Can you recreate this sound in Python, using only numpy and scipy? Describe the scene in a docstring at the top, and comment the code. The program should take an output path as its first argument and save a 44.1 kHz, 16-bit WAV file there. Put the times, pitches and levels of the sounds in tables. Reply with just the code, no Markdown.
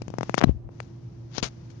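"""A lamp circuit sputters right beside the left microphone in a quiet room.
Its sparks snap the air into sharp clicks, which come faster and louder amid crackle and sizzle
until a pop overloads the microphone and leaves low thumps. Later two more sparks fizz.
The right microphone gets the sparks faintly. Mains hum, room rumble and a soft hiss run underneath."""
import sys
import numpy as np
from scipy import signal
from scipy.fft import rfft, irfft
from scipy.io import wavfile
from scipy.ndimage import uniform_filter1d

SR = 44100
rng = np.random.default_rng(int(sys.argv[2]) if len(sys.argv) > 2 else 0)


def unload_audio(sound):
    """Save the sound as a 16-bit wav file, at the path given as the first command line argument."""
    columns = np.transpose(np.atleast_2d(sound))
    # keep every value between -1 and 1, then stretch to whole-number steps
    steps = np.round(np.clip(columns, -1, 1) * 32767)
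    wavfile.write(sys.argv[1], SR, steps.astype(np.int16))


N = 79380

# How the microphone's opening shapes the tone: pitch_hz, gain_db
MIC_TONE = [(20, 3), (3000, 0.5), (4300, 2), (6200, -1), (7100, -4.5), (8100, -21), (9100, -16.5),
            (10500, -41), (14000, -56)]


def amp(db):
    """Turn decibels into a number to multiply by."""
    return 10 ** (np.asarray(db) / 20)


def unit(x):
    """Scale a sound to an average strength (rms) of 1."""
    return x / np.sqrt(np.mean(x ** 2))


def colour(x, tone):
    """Make each pitch louder or softer, following rows of pitch_hz, gain_db."""
    hz, db = np.array(tone).T
    size = 2 * N
    all_hz = np.maximum(np.arange(N + 1) * SR / size, 1)
    cepstrum = irfft(np.log(amp(np.interp(np.log(all_hz), np.log(hz), db))))
    # Make the filter ring only after a sound, never before it.
    cepstrum[1:N] *= 2
    cepstrum[N + 1:] = 0
    return irfft(rfft(x, size) * np.exp(rfft(cepstrum)))[:N]


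def noise(tone):
    """Steady noise with the given tone, at strength 1."""
    return unit(colour(rng.standard_normal(N), tone))


def wander(rate_hz):
    """A smooth random wobble, at strength 1."""
    span = max(int(SR / rate_hz), 1)
    smoothed = uniform_filter1d(rng.standard_normal(N + 2 * span), span)
    return unit(uniform_filter1d(smoothed, span)[span:N + span])


def swell(age, rise, fade):
    """A level that climbs to 1 at age 0, then dies away."""
    return np.exp(-np.minimum(np.abs(age) / np.where(age < 0, rise, fade), 40))


def ring(x, hz, sharpness):
    """Make each push swing back and ring at a low pitch."""
    omega = 2 * np.pi * hz
    return signal.lfilter(*signal.bilinear([1, 0, 0], [1, omega / sharpness, omega ** 2], SR), x)


def room():
    """Wavering mains hum and rumble reach both sides; each side has its own soft air noise."""
    # Notes of the hum: pitch_hz, left_db, right_db
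    hum_notes = [(119.5, -44.5, -44.5), (340, -67, -53.5)]
    # Tones of the rumble and the air: pitch_hz, gain_db
    rumble_tone = [(30, -42), (50, -9), (85, -3.5), (120, 2.5), (160, -4.5), (250, -14.5), (400, -27),
                   (1000, -37), (3000, -74)]
    air_tone = [(40, -4.5), (170, 1.5), (330, 2.5), (450, -6.5), (800, -13.5), (1350, -26), (2000, -28.5),
                (5000, -43), (14000, -55)]
    hum = 0
    for hz, left_db, right_db in hum_notes:
        phase = 2 * np.pi * np.cumsum(hz * (1 + 0.00641 * wander(7.1))) / SR
        waver = 1 + 0.31 * wander(12.7)
        hum = hum + amp([[left_db], [right_db]]) * np.sqrt(2) * np.sin(phase) * waver
    air = np.array([amp(-57.5) * noise(air_tone), amp(-52.5) * noise(air_tone)])
    return hum + amp(-45.5) * noise(rumble_tone) + air


def hiss(t):
    """A faint hiss that sinks for a moment after the pop."""
    # Loudness of the hiss: time_s, left_db, right_db
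    levels = [(0, -59.5, -69), (.19, -58, -64), (.24, -49.5, -56.5), (.38, -51, -70), (.48, -58, -62.5),
              (.55, -71, -69.5), (.67, -86, -76.5), (.72, -62, -78.5), (.83, -56.5, -74), (.95, -61.5, -78),
              (1.28, -62, -77.5), (1.45, -53, -58), (1.56, -58.5, -66.5)]
    # Tone of the hiss: pitch_hz, gain_db
    tone = [(100, 9.5), (700, 7), (1300, 4.5), (2000, 1.5), (4000, -3), (6000, 2.5), (7500, -5),
            (10000, -6.5), (14000, 9)]
    time_s, *sides = np.array(levels).T
    return np.array([unit(colour(noise(tone), MIC_TONE)) * amp(np.interp(t, time_s, db))
                     for db in sides])


def far_sparks(sparks, t):
    """The sparks reach the right microphone faintly, with a very short scattered echo."""
    # Tones of the direct sound and the echo: pitch_hz, gain_db
    direct_tone = [(50, -35.5), (3000, -44.5), (6500, -39.5), (9000, -40), (11000, -54.5)]
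    echo_tone = [(100, -55.5), (2000, -45.5), (4000, -28.5), (6500, -27.5), (9000, -33), (11000, -56)]
    scatter = rng.standard_normal(N) * swell(t, rise=0.0026, fade=0.0026)
    echo = signal.fftconvolve(sparks, scatter / np.sqrt(np.sum(scatter ** 2)))[:N]
    return colour(sparks, direct_tone) + colour(echo, echo_tone)


def crackle(t):
    """Tiny random ticks, loudest around the pop."""
    # Loudness of the crackle: time_s, level_db
    levels = [(0, -70), (.17, -58), (.33, -81), (.42, -33), (.46, -40.5), (.5, -42.5), (.53, -74.5),
              (.7, -67), (.85, -86.5)]
    # Tone of the ticks: pitch_hz, gain_db
    tone = [(60, -23), (200, 2.5), (700, 12), (1500, -3.5), (3000, -6.5), (6000, -24), (14000, -34.5)]
    ticks_per_s, spread_db = 250, 4.5
    ticks = (rng.random(N) < ticks_per_s / SR) * amp(spread_db * rng.standard_normal(N))
    ticks *= rng.choice([-1, 1], N)
    return unit(colour(ticks, tone)) * amp(np.interp(t, *np.array(levels).T))


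def sizzles(t):
    """Electric arcs burn roughly, fade and go out; the hottest spit very high notes."""
    # The arcs: peak_s, level_db, rise_s, fade_s, out_after_s, relative_spit_db
    arcs = [(0.3505, -35, 0.0021, 0.005, 0.0036, 5), (0.389, -25.5, 0.0069, 0.012, 0.0091, -14),
            (.803, -64, 0.019, 0.06, 0.1, -1), (.829, -50, 0.0011, 0.0015, 0.0039, 2),
            (1.354, -37, 0.015, 0.038, 0.051, -22), (1.379, -36.5, 0.0054, 0.059, 0.026, -18),
            (1.382, -15.5, 0.00039, 0.0018, .004, -15), (1.428, -20, 0.00088, 0.021, 0.061, -4.5),
            (1.702, -48.5, 0.00036, 0.012, .06, -3.5)]
    # Tones of an arc's body and its high spit: pitch_hz, gain_db
    body_tone = [(60, -1.5), (170, 8.5), (400, 2), (1000, -0.5), (2000, -1), (4500, 0.5), (6600, 1),
                 (8000, -20.5), (11000, -17.5)]
    spit_tone = [(4000, -46), (7000, -5.5), (8200, -6.5), (9700, -3.5), (10500, -33)]
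    stop_s, roughness_db = 0.0015, 2.5
    body, spit, sound = noise(body_tone), noise(spit_tone), 0
    for peak_s, db, rise_s, fade_s, out_after_s, spit_db in arcs:
        burning = (1 - np.tanh((t - peak_s - out_after_s) / stop_s)) / 2
        level = amp(db) * swell(t - peak_s, rise_s, fade_s) * burning
        sound += level * (body + amp(spit_db) * spit)
    return sound * unit(amp(roughness_db * wander(1110)))


def thumps(t):
    """Soft pushes of air that ring in the bass."""
    # The pushes: peak_s, level_db, half_width_ms
    pushes = [(0.4582, -20, 0.7), (0.4715, -11, 1.2), (0.4788, -10.5, 1.9), (0.4865, -19, 0.63),
              (0.494, -3.5, 0.8), (0.511, -17.5, 2.5), (0.549, -27, 1.1), (0.562, -24.5, 2.3),
              (0.602, -33, 1.0), (0.646, -29, 3.1), (.665, -29, 4.5), (1.4292, -13, 0.45)]
    pressure = 0
    for peak_s, db, half_width_ms in pushes:
        age_ms = (t - peak_s) * 1000
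        pressure += amp(db) / (1 + (age_ms / half_width_ms) ** 2 / 2) ** 2
    return ring(pressure, hz=67, sharpness=1.88)


def pings(snaps, t):
    """A brief high ping rings after the strong snaps."""
    # Notes of the ping: pitch_hz, gain_db, ring_s (time to fall by 60 dB)
    notes = [(4060, -17.5, .024), (8870, -13, .012)]
    age = t[:SR // 20]
    ringing = 0
    for hz, db, ring_s in notes:
        fade = np.exp(-np.log(1000) * age / ring_s)
        ringing += amp(db) * unit(np.sin(2 * np.pi * hz * age) * fade)
    kicks = snaps * np.abs(snaps) ** 0.5
    return signal.fftconvolve(kicks, ringing / np.sqrt(len(age)))[:N]


def rasp(t):
    """A few milliseconds of bright noise at the height of the pop."""
    # Tone of the rasp: pitch_hz, gain_db
    tone = [(1500, -14), (5500, 8), (8500, -25), (11500, -17)]
    return amp(-28) * swell(t - 0.442, rise=0.00078, fade=0.0015) * noise(tone)


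def pop(t):
    """A few huge swings of air pressure whose pitch drops at once."""
    start_s, hold_s, fade_s = 0.4405, 0.0024, 0.002
    start_hz, end_hz, drop_s = 1020, 173.7, 0.000617
    age = np.maximum(t - start_s, 0)
    cycles = end_hz * age + (start_hz - end_hz) * drop_s * (1 - np.exp(-age / drop_s))
    fade = np.exp(-np.maximum(age - hold_s, 0) / fade_s)
    return amp(7) * np.sin(2 * np.pi * cycles) * fade


def clicks(t):
    """At each spark the air pressure builds, snaps from push to pull and relaxes, with a short fizz."""
    # The sparks: time_s, level_db, length_ms, edge_ms, relative_fizz_db, ring_hz
    sparks = [(0.0191, -16, 1.07, 0.29, -8.5, 125), (0.0815, -18.5, 1.17, 0.35, -13, 130),
              (0.1028, -21.5, 1.2, 0.29, -14.5, 135), (0.1398, -11.5, .65, 0.37, -28.5, 140),
              (0.185, -7.5, 0.74, 0.25, -16.5, 150), (0.2095, -7.5, 0.6, 0.22, -21, 150),
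              (0.2314, -6, 0.52, 0.23, -17.5, 155), (0.2955, -6.5, 0.65, 0.165, -18.5, 155),
              (0.343, 1, 0.41, 0.12, -16.5, 155), (0.3774, -12.5, 0.35, 0.098, -12.5, 300),
              (0.3801, -1, 0.46, 0.093, -13, 145), (0.407, -15, 0.32, 0.18, -16, 302),
              (0.4141, -5, 0.5, 0.054, -35, 120), (0.422, -19, 0.2, 0.09, -31, 300),
              (0.4258, -7, 0.75, .13, -38.5, 125), (0.4347, -12, 0.18, 0.09, -30, 300),
              (.4382, -1, 0.56, 0.063, -24, 135), (0.442, 3.5, 0.26, 0.053, -26.5, 189),
              (0.4945, -27, 0.2, 0.1, -18, 400), (0.6907, -26.5, 0.59, 0.34, -41, 458),
              (0.8026, -13, 0.3, 0.06, -12.5, 480), (1.3818, -12.5, 1.0, 0.1, -8, 122)]
    extra_push = 0.3  # makes the push outweigh the pull
    snaps, fizz = np.zeros(N), np.zeros(N)
    for time_s, db, length_ms, edge_ms, fizz_db, ring_hz in sparks:
        age_ms = (t - time_s) * 1000
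        push_pull = extra_push - np.tanh(age_ms / edge_ms)
        snap = amp(db) * push_pull * swell(age_ms, rise=0.33 * length_ms, fade=length_ms)
        snaps += ring(snap, ring_hz, sharpness=2.05)
        fizz += amp(db + fizz_db) * swell(t - time_s, rise=0.00023, fade=0.0023)
    return snaps + fizz * rng.standard_normal(N)


def overload(x, limit):
    """The microphone cannot follow big peaks, so they flatten at the limit."""
    return x / (1 + (x / limit) ** 6) ** (1 / 6)


def scene():
    """Put the sputtering lamp on the left and its faint scatter on the right, over the quiet room."""
    t = np.arange(N) / SR
    snaps = clicks(t)
    cavity = signal.iirnotch(4000, Q=2.9, fs=SR)  # a hollow space takes out pitches near 4000 Hz
    sparks = signal.lfilter(*cavity, snaps) + sizzles(t) + crackle(t)
    near = overload(sparks + pop(t) + thumps(t), limit=1.4)
    clipped = overload(colour(near, MIC_TONE), limit=0.75)
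    left = clipped + colour(pings(snaps, t), MIC_TONE) + rasp(t)
    return np.array([left, far_sparks(sparks, t)]) + room() + hiss(t)


def record(dry):
    """The recorder cuts off the highest treble."""
    top_hz = 14460
    return signal.sosfilt(signal.ellip(8, 0.2, 70, top_hz, fs=SR, output="sos"), dry)


dry = scene()
out = record(dry)
unload_audio(out)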